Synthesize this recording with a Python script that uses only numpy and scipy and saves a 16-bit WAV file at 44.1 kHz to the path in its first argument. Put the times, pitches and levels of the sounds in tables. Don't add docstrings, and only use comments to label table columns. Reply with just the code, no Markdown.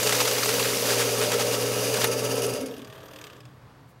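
import sys
import numpy as np
from scipy import signal
from scipy.fft import rfft, irfft, next_fast_len
from scipy.io import wavfile
from scipy.ndimage import map_coordinates

SR = 44100
rng = np.random.default_rng(int(sys.argv[2]) if len(sys.argv) > 2 else 0)


def generate_wav(sig):
    pcm = np.round(np.clip(np.atleast_2d(sig).T, -1, 1) * 32767).astype(np.int16)
    wavfile.write(sys.argv[1], SR, pcm)


def magnitude_from_level(level_db):
    exponent = np.asarray(level_db, float) / 20
    return 10 ** exponent


N = 176400

# time in seconds, level in dB.
MOTOR_EFFORT = [
    (0, -29.5),
    (.8, -29.5),
    (1, -27.5),
    (2.45, -28),
    (2.58, -32),
    (2.72, -40.5),
    (2.8, -49),
    (2.95, -58),
    (3.2, -65),
]
# time in seconds, pitch in Hz, level in dB.
MAINS_HUM = [
    (0, 121, -37),
    (.8, 120, -38.5),
    (1.05, 118.4, -35),
    (2.53, 121.8, -35),
    (2.57, 116.5, -52),
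]
# time in seconds, share of free speed, gear rasp in dB.
SHAFT_LOAD = [
    (0, 1.037, 3.5),
    (.7, 0.98, 3),
    (1.1, 0.97, 2.7),
    (1.3, 0.96, -2.3),
    (1.58, 1.007, 0.5),
    (1.9, 1.002, 2.5),
    (2.1, 0.95, -0.8),
    (2.4, 0.97, -1.2),
]
# time in seconds, share of the beat left.
BEAT_DAMPING = [
    (0, .6),
    (1.0, 0.44),
    (1.95, 0.43),
    (2.1, 1.04),
]
# pitch in Hz, level in dB.
GEAR_TONES = [(183, -53), (280, -43), (415, -40), (455, -47), (485, -36.5), (545, -41.5), (598, -44.5)]
# pitch in Hz, level in dB over the effort.
MESH_LINES = [(754, -25), (875, -26.5), (944, -24), (1146, -25.5), (1304, -25.5), (1595, -28.5),
              (1733, -28.5), (2186, -27.5), (2790, -24), (3743, -29.5), (4808, -21.5), (5515, -26)]
# pitch in Hz, width in Hz, level in dB.
CASING_MODES = [(93, 19, -14.5), (183, 19, -6), (243, 56, -3), (427.5, 32.7, 7.5), (501, 56, 4.5),
                (600, 20, 5), (718, 30, -8), (1305, 33, -5.5)]
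# pitch in Hz, width in Hz, level in dB.
GEAR_MODES = [(2460, 160, 2), (2820, 340, 5), (3660, 210, -5.5), (4850, 600, 3.5), (5900, 430, 4),
              (6550, 480, 2.5), (9050, 650, -2), (10000, 700, 0.5), (11850, 950, -4)]
# frequency in Hz, level in dB per Hz.
GEAR_BED_COLOUR = [(200, -77.5), (600, -6.5), (1200, -13), (2000, -16.5), (4840, -20.5), (8000, -18.5),
                   (10000, -24.5), (15800, -23.5)]
# time in seconds, peak level in dB.
ROLLER_KNOCKS = [(2.1144, -19.5), (2.1794, -24), (2.2483, -21), (2.295, -26), (2.3534, -22),
                 (2.4189, -17.5), (2.4638, -20), (2.5357, -21), (2.61, -28), (2.6603, -28), (2.7799, -37)]
# time in seconds, level in dB.
TABLE_SWELL = [
    (0, -77),
    (2.52, -47),
    (2.64, -34.5),
    (2.74, -43),
    (2.86, -42.5),
    (2.93, -65),
]
# time in seconds, pitch in Hz, level in dB.
GEAR_COAST = [
    (2.52, 610, -60),
    (2.62, 560, -44),
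    (2.7, 484.7, -43),
    (2.78, 389, -49),
    (2.84, 330, -70),
]
# time in seconds, pitch in Hz, level in dB.
COAST_HUM = [
    (2.52, 104.8, -60),
    (2.57, 92, -50),
    (2.65, 77, -57),
    (2.9, 62, -64),
]

# time in seconds, level in dB.
PAPER_DRAG = [(0, -29.5), (.5, -30), (.85, -30.5), (1.05, -34), (1.2, -33.5), (1.55, -36.5), (1.9, -37.5),
              (2.05, -33), (2.1, -90)]
# frequency in Hz, level in dB per Hz.
DRAG_COLOUR = [(150, -70.5), (500, -9.5), (1300, -12), (2000, -13), (3500, -9.5), (6000, -8), (9000, -12),
               (13500, -12.5), (16000, -18)]
# frequency in Hz, level in dB per Hz.
FLEX_COLOUR = [(150, -54), (700, -5.5), (1400, -5), (3000, -8), (6500, -9), (9000, -12.5), (14500, -20),
               (16000, -31)]
# time in seconds, level in dB, half length in seconds.
NOTE_SWISHES = [
    (0.212, -28, 0.0084),
    (0.46, -29.5, 0.0052),
    (0.914, -32, 0.047),
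    (1.01, -31, 0.028),
    (1.243, -37.5, 0.027),
    (1.339, -32.5, 0.013),
    (1.411, -34, 0.02),
    (1.539, -33.5, 0.018),
    (1.974, -33.5, 0.011),
    (2.031, -35, 0.018),
]
# time in seconds, peak level in dB, bright spot in Hz.
STACK_SLAPS = [(0.0294, -12.5, 7460), (0.0618, -15.5, 2570), (0.0702, -10, 4800), (0.0917, -11.5, 2820),
               (0.1235, -8.5, 2200), (0.1307, -18, 5230), (0.1497, -13.5, 6100), (0.188, -17, 2160),
               (0.2023, -12, 4900), (0.2508, -13, 3980), (0.2747, -11, 5410), (0.3114, -12, 4970),
               (0.382, -13.5, 5420), (0.4304, -11, 4680), (0.4898, -11, 4940), (0.5394, -15, 6090),
               (0.5957, -12, 2700), (0.6255, -15, 4440), (0.6524, -14, 2320), (1.2133, -14, 2730),
               (1.3169, -12.5, 2780), (1.395, -18, 2800), (1.511, -19, 2410), (1.9403, -15, 1582),
               (2.0083, -23, 4800), (2.0144, -14.5, 2970), (2.042, -8, 2200)]
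# time in seconds, peak level in dB, pitch in Hz.
CORNER_FLICKS = [(0.033, -19, 7600), (0.154, -23, 13700), (0.2009, -12, 13900), (0.2026, -13, 2800),
                 (0.3356, -21, 12800), (0.4469, -16, 13600), (0.615, -21, 13500), (0.7721, -16, 5310),
                 (0.908, -23, 3000), (1.0, -27, 3480), (1.685, -25, 11400), (1.79, -20, 5800),
                 (1.8607, -23, 11600), (2.042, -9, 12000), (2.073, -18, 10000)]

# time in seconds, peak level in dB, bright spot in Hz.
VANE_TICKS = [(2.7104, -37, 3510), (2.7392, -39, 2920), (2.7656, -38, 5500), (2.7921, -38, 3310),
              (2.8174, -36.5, 3080), (2.8459, -36, 5100), (2.872, -41, 6000), (2.8993, -39, 3260),
              (2.9253, -39, 3060), (2.9527, -45, 5030), (2.9781, -43, 2590), (3.0036, -44, 5500),
              (3.03, -43, 6000), (3.056, -44, 6000), (3.083, -41.5, 6300), (3.1108, -41, 2960),
              (3.1338, -37, 3350), (3.1597, -33.5, 3600), (3.1857, -35, 3200), (3.2128, -33, 6300),
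              (3.24, -31, 2700), (3.2675, -35, 6200), (3.2994, -37.5, 3090), (3.3313, -43, 4800),
              (3.3648, -45, 6500), (3.4037, -40.5, 5200), (3.4526, -42.5, 4400)]
# pitch in Hz, width in Hz, level in dB.
VANE_MODES = [(1720, 450, 1), (2550, 490, 6), (3366, 810, 2), (4800, 600, 0), (6300, 1300, -4.5),
              (8000, 1800, -8), (12800, 2400, -12)]
# start in seconds, end in seconds, start pitch in Hz,
# end pitch in Hz, level in dB.
WHEEL_WHINE = [(2.72, 3.217, 635, 654, -58.5), (2.798, 3.074, 412, 410.5, -53.5),
               (2.953, 3.22, 533, 542, -57), (3.023, 3.253, 302, 302.6, -56),
               (3.21, 3.42, 419, 416.5, -57.5), (3.338, 3.502, 304, 305, -61)]
# time in seconds, level in dB.
VANE_SCRAPE = [
    (2.4, -66),
    (2.75, -63),
    (3.0, -66),
    (3.27, -62),
    (3.35, -73),
    (3.45, -76),
    (3.55, -85),
]
# pitch in Hz, width in Hz, level in dB.
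SLOT_MODES = [(9400, 500, -1), (12400, 790, 1.5), (13700, 820, -1)]
# time in seconds, level in dB.
WHEEL_HISS = [
    (2.4, -51),
    (3.25, -50),
    (3.45, -57),
    (3.62, -72.5),
]
# pitch in Hz, width in Hz, level in dB.
HISS_MODES = [(495, 270, 2.5), (963, 37, -1), (1174, 160, 1), (1650, 430, -4), (3200, 990, -9),
              (6000, 4500, -22.5)]

# frequency in Hz, level in dB per Hz.
ROOM_COLOUR = [(40, -6), (123, -4.5), (230, -19), (1070, -17.5), (2760, -31.5), (7000, -42), (14500, -48),
               (15800, -56)]
# pitch in Hz, width in Hz, level in dB.
DISTANT_DRONES = [(123.4, 13, -51.5), (4300, 760, -75)]

CUT_S, COAST_PER_S, TONES_DIE_DB_PER_S = 2.68, 0.6, 56
TONE_WANDER, TONE_FLUTTER_DB = 0.002, 2.6
CASING_DB, GEARS_DB, BED_DB = -2, -7.5, -8
GEARS_GROW = 1.7
RATTLE_HZ, RATTLE_DB, RATTLE_AT_S, SCATTER_DB = 16.8, 4, 2.425, 1.5
MESH_WIDE_HZ = 21.9
TABLE_HZ, TABLE_WIDE_HZ = 262, 17
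SLAP_FADE_S = 0.061
GRAINS_PER_S, GRAIN_SPREAD_DB, GRAIN_DB = 1200, 2.5, -3.5
GRAIN_HZ, GRAIN_CYCLES = 4900, 4.8
PING_CYCLES, PING_DB = 57, -0.5
VANE_S, TICK_FADE_S = 0.0265, 0.041
TICK_DB, EARLY_TICK_DB = -5.5, -37
WHINE_EDGE_S = 0.03
T60_S, WET_DB = 0.34, -17.5
ROOM_DB = -50
BRUSH_S, BRUSH_WIDE_S, BRUSH_DB = 3.9, 0.025, -66
LOW_HZ, TOP_HZ = 70, 15750


def unit(x):
    return x / np.sqrt(np.mean(x ** 2) + 1e-20)


def seconds():
    return np.arange(N) / SR


def curves(rows):
    s, *columns = np.transpose(rows)
    return [np.interp(seconds(), s, column) for column in columns]


def wobble(rate):
    knots = rng.standard_normal(int(N * rate / SR) + 4)
    return map_coordinates(knots, [np.arange(N) * rate / SR])


def sine(hz):
    return np.sin(2 * np.pi * np.cumsum(hz) / SR)


def bump(centre_s, half_s):
    return np.exp(-((seconds() - centre_s) / half_s) ** 2)


def filtered(x, response):
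    m = next_fast_len(len(x) + 8192)
    spectrum = rfft(x, m) * response(np.fft.rfftfreq(m, 1 / SR))
    return irfft(spectrum, m)[:len(x)]


def colour(points):
    f, db = np.transpose(points)
    return lambda hz: magnitude_from_level(np.interp(np.log(hz + 1), np.log(f + 1), db))


def body(peaks):
    def response(f):
        total = 0
        for k, (centre, width, db) in enumerate(peaks):
            mode = 1j * f * width / (centre * centre - f * f + 1j * f * width)
            total = total + (-1) ** k * magnitude_from_level(db) * mode
        return total
    return response


def bands(peaks):
    def response(f):
        power = 0
        for peak in peaks:
            skirt = 1 + ((f - peak[0]) / peak[1]) ** 2
            power = power + np.abs(body([peak])(f)) ** 2 / skirt
        return np.sqrt(power)
    return response


def noise(response):
    return unit(filtered(rng.standard_normal(N), response))


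def bursts(rows, response, fade_s, tint_gain):
    out, t = np.zeros(N + SR), np.arange(SR // 8) / SR
    fade = magnitude_from_level(-60 * t / max(fade_s, 0.004))
    snap = 0.39 * magnitude_from_level(-60 * t / 0.013)
    shape = (fade + snap) * (1 - np.exp(-t / 0.00092))
    for s, db, hz in rows:
        tint = lambda f: response(f) * (1 + tint_gain * np.exp(-(np.log((f + 1) / hz) / 0.13) ** 2))
        puff = shape * filtered(rng.standard_normal(len(t)), tint)
        level = magnitude_from_level(db) * np.linalg.norm(shape) / np.linalg.norm(puff)
        out[round(s * SR):][:len(t)] += level * puff
    return out[:N]


def glide(rows, flutter_db):
    first, last = rows[0], rows[-1]
    lead_in = [(first[0] - 0.02, first[1], -120)]
    lead_out = [(last[0] + 0.02, last[1], -120)]
    hz, db = curves(lead_in + rows + lead_out)
    level = np.sqrt(2) * magnitude_from_level(db + flutter_db * wobble(18))
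    return level * sine(hz * (1 + 0.004 * wobble(30.17)))


def mains_hum():
    last = MAINS_HUM[-1]
    hz, db = curves(MAINS_HUM + [(last[0] + 0.05, last[1], -120)])
    return np.sqrt(2) * magnitude_from_level(db + 0.75 * wobble(10)) * sine(hz)


def gear_tones(speed):
    die_db = TONES_DIE_DB_PER_S * np.maximum(seconds() - CUT_S, 0)
    tones = 0
    for hz, db in GEAR_TONES:
        level_db = db + 31 - die_db + TONE_FLUTTER_DB * wobble(39.99)
        tones = tones + magnitude_from_level(level_db) * sine(hz * speed)
    return tones


def gear_rattle(speed):
    turns = RATTLE_HZ * (np.cumsum(np.sqrt(speed)) / SR - RATTLE_AT_S)
    beat = np.cos(2 * np.pi * turns + 0.85 * wobble(4.034))
    beat_db = RATTLE_DB * curves(BEAT_DAMPING)[0] * beat + SCATTER_DB * wobble(57)
    rasp_db = curves(SHAFT_LOAD)[1]
    rasp = magnitude_from_level(GEARS_DB + rasp_db + beat_db) * noise(bands(GEAR_MODES))
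    bed = magnitude_from_level(BED_DB + 0.43 * beat_db + 0.32 * wobble(28.0)) * noise(colour(GEAR_BED_COLOUR))
    return rasp + bed


def feed_motor():
    effort_db, = curves(MOTOR_EFFORT)
    coasting = np.exp(-COAST_PER_S * np.maximum(seconds() - CUT_S, 0))
    speed = coasting * curves(SHAFT_LOAD)[0] * (1 + TONE_WANDER * wobble(12.05))
    casing = magnitude_from_level(CASING_DB + 0.57 * wobble(60)) * noise(body(CASING_MODES))
    mesh = sum(magnitude_from_level(db + 1.85 * wobble(14)) * noise(bands([(hz, MESH_WIDE_HZ, 0)])) for hz, db in MESH_LINES)
    driven = magnitude_from_level(effort_db) * (gear_tones(speed) + casing + mesh)
    rattle_db = -29 + GEARS_GROW * (np.minimum(effort_db, -27) + 28.5)
    rattle = magnitude_from_level(rattle_db) * gear_rattle(speed)
    table = magnitude_from_level(curves(TABLE_SWELL)[0]) * noise(body([(TABLE_HZ, TABLE_WIDE_HZ, 0)]))
    knock_rows = [(s, db - 7.5, 10000) for s, db in ROLLER_KNOCKS]
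    knocks = bursts(knock_rows, body(GEAR_MODES), 0.043, tint_gain=0.85)
    slowing = glide(GEAR_COAST, flutter_db=0.0) + glide(COAST_HUM, flutter_db=2.5)
    return mains_hum() + driven + rattle + table + knocks + slowing


def crackle():
    when, size = rng.random((2, round(GRAINS_PER_S * N / SR)))
    scatter = np.exp(0.6 * rng.standard_normal(len(when)))
    hz = np.clip(GRAIN_HZ * scatter, 900, 14500)[:, None]
    k = np.arange(256)
    level = (0.093 + size[:, None]) ** (-GRAIN_SPREAD_DB / 8)
    fade = magnitude_from_level(-30 * k / SR * hz / GRAIN_CYCLES)
    rings = level * fade * np.sin(2 * np.pi * hz * k / SR)
    places = (when * N).astype(int)[:, None] + k
    return unit(np.bincount(places.ravel(), rings.ravel())[:N])


def corner_flicks():
    out, t = np.zeros(N + SR), np.arange(SR // 40) / SR
    for s, db, hz in CORNER_FLICKS:
        drift = 0.8 * np.cumsum(rng.standard_normal(len(t))) / 10
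        ring = np.sin(2 * np.pi * hz * t + drift)
        fade_db = -60 * t * np.sqrt(hz * 6000) / PING_CYCLES
        out[round(s * SR):][:len(t)] += magnitude_from_level(db + PING_DB + fade_db) * (1 - np.exp(-t / 0.00033)) * ring
    return out[:N]


def notes():
    swish = sum(magnitude_from_level(db) * bump(s, half_s) for s, db, half_s in NOTE_SWISHES)
    level = magnitude_from_level(curves(PAPER_DRAG)[0] + 0.56 * wobble(38.2))
    drag = level * noise(colour(DRAG_COLOUR))
    whip = swish * magnitude_from_level(4.7) * noise(colour(FLEX_COLOUR))
    creases = (level + swish) * magnitude_from_level(GRAIN_DB) * crackle()
    slaps = magnitude_from_level(-8.5) * bursts(STACK_SLAPS, colour(FLEX_COLOUR), SLAP_FADE_S, tint_gain=0.96)
    return drag + whip + creases + corner_flicks() + slaps


def vane_ticks():
    times = np.arange(VANE_TICKS[0][0] - VANE_S, 0, -VANE_S)
    bright_hz = rng.uniform(2200, 6700, len(times))
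    early = [(s, EARLY_TICK_DB, hz) for s, hz in zip(times, bright_hz)]
    rows = [(s, db + TICK_DB, hz) for s, db, hz in VANE_TICKS + early]
    return bursts(rows, bands(VANE_MODES), TICK_FADE_S, tint_gain=0.85)


def wheel_whine():
    whine = 0
    for start, end, hz0, hz1, db in WHEEL_WHINE:
        rise = [(start - WHINE_EDGE_S, hz0, db - 12), (start, hz0, db)]
        fall = [(end, hz1, db), (end + WHINE_EDGE_S, hz1, db - 12)]
        whine = whine + glide(rise + fall, flutter_db=1.7)
    return whine


def stacker():
    vanes_past = (seconds() - VANE_TICKS[0][0] - 0.008) / VANE_S
    passing_db = 2.7 * np.cos(2 * np.pi * vanes_past + 0.6 * wobble(6.3))
    scrape = magnitude_from_level(curves(VANE_SCRAPE)[0] + passing_db + 3.2 * wobble(35)) * noise(bands(SLOT_MODES))
    hiss = magnitude_from_level(curves(WHEEL_HISS)[0] + passing_db + 1.3 * wobble(20)) * noise(bands(HISS_MODES))
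    return vane_ticks() + wheel_whine() + scrape + hiss


def walls(x):
    t = np.arange(SR // 2) / SR
    tail = rng.standard_normal(len(t)) * magnitude_from_level(-60 * t / T60_S) * (t > 0.006)
    return signal.fftconvolve(x, tail / np.linalg.norm(tail))[:N]


def room_tone():
    air = magnitude_from_level(ROOM_DB - 3.5 + 1.6 * wobble(5.16)) * noise(colour(ROOM_COLOUR))
    drones = sum(magnitude_from_level(db + 1.8 * wobble(8)) * noise(body([(hz, wide, 0)])) for hz, wide, db in DISTANT_DRONES)
    brush = magnitude_from_level(BRUSH_DB) * bump(BRUSH_S, BRUSH_WIDE_S) * noise(colour([(3000, -35), (7000, 3)]))
    return air + drones + brush


def scene():
    near = notes() + stacker()
    mix = feed_motor() + near + magnitude_from_level(WET_DB) * walls(near) + room_tone()
    return np.tile(mix, (2, 1))


def top_cut(x):
    return signal.sosfilt(signal.butter(12, 16370, fs=SR, output="sos"), x)


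def record(dry):
    band = lambda f: (f < TOP_HZ) * f ** 2 / (f ** 2 + LOW_HZ ** 2)
    mix = np.array([filtered(channel, band) for channel in dry])
    return top_cut(mix)


dry = scene()
out = record(dry)
generate_wav(out)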